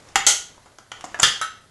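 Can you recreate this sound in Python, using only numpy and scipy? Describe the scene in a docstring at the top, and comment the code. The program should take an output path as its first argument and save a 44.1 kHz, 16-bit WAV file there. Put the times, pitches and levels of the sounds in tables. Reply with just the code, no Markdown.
"""You hear knocks on metal, one bright clash, then a ringing pop and a short clatter.
A spoon is levering the tight lid off a tin, close by on a wooden kitchen counter. The knocks are
short because the seated lid stops the tin from ringing. The spoon slips once with a clash and bites
again; the lid pops free, rings and chatters down on the rim. A small kitchen echoes each blow."""
import sys
import numpy as np
from scipy import signal
from scipy.fft import rfft, irfft
from scipy.io import wavfile
from scipy.ndimage import uniform_filter1d

SR = 44100
rng = np.random.default_rng(int(sys.argv[2]) if len(sys.argv) > 2 else 0)


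def transcribe(u):
    """Save the signal u as a 16-bit wav file named by the first command-line argument.

    u: samples, shape (n,) or (channels, n), limited to [-1, 1]; the rate is SR.
    q: integer samples, one column per channel.
    """
    v = np.clip(np.atleast_2d(u).T, -1, 1)
    q = np.round(v * 32767).astype(np.int16)
    wavfile.write(sys.argv[1], SR, q)


N = 74970  # 1.7 seconds

# A colour says how strong a noise is from low to high. Each row: frequency in Hz, relative level in dB.
ROOM_NOISE_COLOUR = [(15, -47), (25, -9.5), (96, 5.5), (301, -6.5), (485, -5.5), (1230, -14), (2030, -9.5),
                     (2570, -33), (2780, -23.5), (4030, -13), (5840, -19), (11300, -17.5), (14000, -74)]
HAND_RUB_COLOUR = [(80, 4.5), (250, 2), (700, 2.5), (1700, -3.5), (4000, -10.5), (7000, -8.5),
                   (11500, -24.5)]
COUNTER_COLOUR = [(25, -0.5), (60, -7), (125, -4.5), (200, -25), (450, -7), (900, -46), (4000, -84)]
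RIM_SCRAPE_COLOUR = [(1500, -28), (5000, -17), (6300, -12), (7000, 5), (8200, -8.5), (11500, -30)]
RIM_KNOCK_COLOUR = [(40, -33), (130, -31), (200, -24), (265, -13), (420, -18.5), (600, -15), (790, -7.5),
                    (1100, -7.5), (1450, -2), (1730, -13), (2000, -4.5), (2350, -12.5), (2750, -11.5),
                    (3250, -10.5), (4100, -22), (5200, -17), (7000, -13.5), (8800, -26.5), (11500, -28.5),
                    (14000, -70)]
CLASH_COLOUR = [(59, -66.5), (100, -18), (145, -29), (202, -79), (325, -15.5), (759, -12.5), (807, -7),
                (1060, -19.5), (1380, -5), (1730, -19), (2000, -3.5), (2410, -15), (3160, -1.5),
                (3650, -9.5), (4400, -6), (4980, -9.5), (6380, 3), (7690, -4), (9450, -14), (10900, -12),
                (11600, -17.5), (12400, -57.5), (14000, -63)]
CLACK_COLOUR = [(150, -31), (450, -38), (720, -13.5), (1000, -16.5), (1300, -0.5), (1580, -4.5),
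                (1850, -10), (2300, -21), (3250, -15), (3900, -11.5), (4500, -26.5), (6100, -14.5),
                (6700, -42), (7300, -10.5), (8230, -27.5), (11100, -21.5), (14000, -84)]
CLANG_COLOUR = [(100, -37), (300, -20), (480, -16.5), (620, -24), (800, -31), (1000, -25), (1280, -10),
                (1750, -2.5), (2050, -9.5), (2470, -36), (2850, -9), (3250, 4), (3900, -16), (4750, -8),
                (6000, -16.5), (7200, -11.5), (8700, -24.5), (10700, -21), (11900, -37), (14000, -91)]

# Hands and spoon rub on the tin. Each row: time in seconds, level in dB.
RUB_LEVELS = [(0, -49), (0.13, -50.5), (0.5, -55), (0.88, -61.5), (1.0, -48.5), (1.15, -49.5), (1.4, -56.5),
              (1.7, -60)]
# Thumps in the counter. Each row: start in seconds, level in dB, fade time in seconds.
# A fade time is how long a sound takes to drop by 60 dB.
COUNTER_THUMPS = [(0.1573, -29.5, 0.049), (0.2661, -43.5, 0.34), (1.2282, -21.5, 0.054)]
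# The spoon scrapes the rim. Each row: start in seconds, length in seconds, level in dB.
RIM_SCRAPES = [(1.045, 0.012, -42), (1.1975, 0.0067, -15.5), (1.227, 0.017, -20)]
# The lid bends. Each row: start in seconds, pitch in Hz, level in dB, fade time in seconds.
LID_FLEXES = [(0.1572, 789, -11.5, 0.11), (0.1575, 1460, -7.5, 0.033), (0.1576, 2723, -19, .025),
              (1.04, 730, -30, 0.039), (1.144, 704, -27.5, 0.065), (1.1445, 1714, -19.5, 0.031)]
# Knocks on the rim. Each row: start in seconds, bass, middle and treble gain in dB, fade time in seconds.
RIM_KNOCKS = [(0.087, -37, -42, -35, 0.019), (0.1567, -7.5, -6.5, -4.5, 0.044),
              (0.579, -33, -66, -59, 0.034), (0.659, -36.5, -46.5, -47.5, 0.063),
              (0.785, -28, -38.5, -33, 0.023), (0.917, -27.5, -22.5, -25.5, 0.028),
              (1.009, -47, -32.5, -29.5, 0.021), (1.0414, -21, -34.5, -28.5, 0.047),
              (1.144, -28, -29, -36.5, 0.078), (1.189, -20.5, -39, -32, 0.077),
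              (1.197, -15.5, -21.5, -23, 0.041), (1.221, -18.5, -44, -11.5, .05),
              (1.2303, -11.5, -5.5, 0.5, .035), (1.414, -27, -29.5, -25, 0.038)]
# The loose lid hits the rim. Each row: start in seconds, relative level in dB.
LID_BOUNCES = [(1.414, 1), (1.4212, -7.5), (1.4283, -6), (1.442, -11.5), (1.476, -16.5), (1.517, -22.5)]
# The ringing tones of the spoon and rim, the loose lid as it lands, and the lid as it springs free. Each row:
# pitch in Hz, relative level in dB, fade time in seconds.
SPOON_AND_RIM_TONES = [(810, -7, 0.34), (1440, -5, 0.38), (1996, -13, .33), (3324, -0.5, 0.34),
                       (3950, 2, 0.21), (4460, -2, 0.23), (5990, 2, 0.33), (6030, -3, .27), (6200, 11, 0.2),
                       (6590, 0, .22), (7400, -11, 0.3), (7710, 11, 0.25), (8080, -6, .22), (9959, -3, .26)]
LOOSE_LID_TONES = [(1297, 0, 0.32), (1494, -9, 0.24), (1523, 0.5, 0.27), (2186, -13, 0.3),
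                   (2890, -19, 0.45), (3170, -10, .32), (3930, -11, 0.21), (5233, -18, 0.37),
                   (5373, -25, .23), (6180, -10.5, 0.34), (7200, -11, 0.24), (9205, -10, .15),
                   (10940, -16, 0.1)]
FREED_LID_TONES = [(1236, 11, 0.19), (1361, 6, 0.343), (1510, -3, .35), (1766, 4, 0.22), (1940, 1, .3),
                   (2440, -9, .42), (2946, 1, 0.49), (3225, 4.5, 0.49), (3196, 9, 0.23), (3660, -12, 0.39),
                   (4650, 4, 0.3), (5430, -1, 0.16), (5680, 3, .3), (7250, 3, .19)]

BASS_EDGE_HZ = 1045  # where the bass ends and the middle begins


def gain(db):
    """Turn decibels into a number to multiply a sound by."""
    return 10 ** (np.asarray(db) / 20)


def since(start):
    """Seconds since a moment, zero before it."""
    return np.maximum(np.arange(N) / SR - start, 0)


def noise(colour):
    """Steady noise with the given colour, always at the same overall level."""
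    hz, db = np.array(colour).T
    freqs = np.maximum(np.fft.rfftfreq(N, 1 / SR), 1)
    strengths = gain(np.interp(np.log(freqs), np.log(hz), db))
    phases = np.exp(2j * np.pi * rng.random(len(freqs)))
    sound = irfft(strengths * phases, N)
    return sound / sound.std()


def split(sound, hz):
    """The parts of a sound below and above a frequency."""
    low = irfft(rfft(sound) / (1 + (np.fft.rfftfreq(N, 1 / SR) / hz) ** 6), N)
    return low, sound - low


def strike(start, fade_s, rise_s):
    """The loudness of a hit over time: it rises quickly, then dies away."""
    t = since(start)
    return np.minimum(t / rise_s, 1) * gain(-60 * t / fade_s)


def ring(start, tones):
    """Struck metal rings with pure tones that start together and fade at their own speeds."""
    t = since(start)
    return sum(rng.choice([-1, 1]) * gain(db - 60 * t / fade_s) * np.sin(2 * np.pi * hz * t)
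               for hz, db, fade_s in tones)


def background():
    """Quiet room noise and the soft, uneven rubbing of hands and spoon on the tin."""
    times, db = np.array(RUB_LEVELS).T
    flicker = uniform_filter1d(rng.standard_normal(N), size=600)
    rub_db = np.interp(since(0), times, db) + 1.4 * flicker / flicker.std()
    return gain(-58) * noise(ROOM_NOISE_COLOUR) + gain(rub_db) * noise(HAND_RUB_COLOUR)


def kitchen_echo(sound, delay_s=0.0043):
    """Sound bounces around a small, hard room; the middle pitches linger longest."""
    low, treble = split(rng.standard_normal(N), hz=5940)
    bass, middle = split(low, BASS_EDGE_HZ)
    bands = [(gain(-2) * bass, 0.33), (middle, 0.44), (treble, 0.24)]
    echo = sum(band * strike(delay_s, fade_s, rise_s=0.0036) for band, fade_s in bands)
    return signal.fftconvolve(sound, echo / np.sqrt(np.sum(echo ** 2)))[:N]


def counter_thumps():
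    """The hardest blows pass through the tin into the wooden counter."""
    wood = noise(COUNTER_COLOUR)
    return sum(gain(db) * wood * strike(start, fade_s, rise_s=0.002)
               for start, db, fade_s in COUNTER_THUMPS)


def spoon_scrapes():
    """The spoon's edge slides on the rim; each bright scrape swells and stops."""
    grit = noise(RIM_SCRAPE_COLOUR)
    scrapes = np.zeros(N)
    for start, length, db in RIM_SCRAPES:
        progress = np.minimum(since(start) / length, 1)
        scrapes += gain(db) * grit * np.sqrt(np.abs(np.sin(np.pi * progress)))
    return scrapes


def lid_flexes():
    """The seated lid buckles under the spoon with short, hollow notes."""
    return sum(ring(start, [(hz, db, fade_s)]) for start, hz, db, fade_s in LID_FLEXES)


def rim_knocks():
    """Spoon and lid knock on the rim; the hardness of each hit sets its bass, middle and treble."""
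    bass, rest = split(noise(RIM_KNOCK_COLOUR), BASS_EDGE_HZ)
    middle, treble = split(rest, hz=4010)
    knocks = np.zeros(N)
    for start, bass_db, middle_db, treble_db, fade_s in RIM_KNOCKS:
        blend = gain(bass_db) * bass + gain(middle_db) * middle + gain(treble_db) * treble
        knocks += blend * strike(start, fade_s, rise_s=0.00053)
    return knocks


def spoon_slip(start=0.2661):
    """The spoon slips with a bright clash that sets it and the rim ringing."""
    clash = gain(-8) * noise(CLASH_COLOUR) * strike(start, fade_s=0.31, rise_s=0.00013)
    return clash + gain(-25) * ring(start, SPOON_AND_RIM_TONES)


def lid_chatter():
    """The loose lid clacks at every bounce and rings from its first landing."""
    metal = noise(CLACK_COLOUR)
    clacks = sum(gain(db) * metal * strike(start, fade_s=0.045, rise_s=0.00033)
                 for start, db in LID_BOUNCES)
    first_landing = LID_BOUNCES[0][0]
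    return gain(-21) * clacks, gain(-25.5) * ring(first_landing, LOOSE_LID_TONES)


def lid_pop(start=1.2305):
    """The lid springs free with a clang and rings on its own."""
    clang = gain(-11) * noise(CLANG_COLOUR) * strike(start, fade_s=0.33, rise_s=0.0009)
    return clang + gain(-29.5) * ring(start, FREED_LID_TONES)


def scene():
    """Add everything into one channel; the short blows feed the echo most, the long rings least."""
    clacks, lid_ring = lid_chatter()
    blows = rim_knocks() + counter_thumps() + clacks
    rings = spoon_slip() + lid_pop() + lid_ring
    prying = lid_flexes() + spoon_scrapes()
    echo = kitchen_echo(gain(-4.5) * blows + gain(-14) * rings + gain(-7.5) * prying)
    return (blows + rings + prying + echo + background())[None]


def record(dry, peak_limit=0.76):
    """Drop the highest treble, round off the loudest peaks, then soften the harshness this adds."""
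    dull = signal.sosfilt(signal.ellip(8, 0.3, 60, 11800, fs=SR, output="sos"), dry)
    rounded = dull / (1 + (dull / peak_limit) ** 6) ** (1 / 6)
    soft = signal.sosfilt(signal.butter(4, 13000, fs=SR, output="sos"), rounded)
    return signal.sosfilt(signal.ellip(8, 0.2, 70, 15800, fs=SR, output="sos"), soft)


dry = scene()
out = record(dry)
transcribe(out)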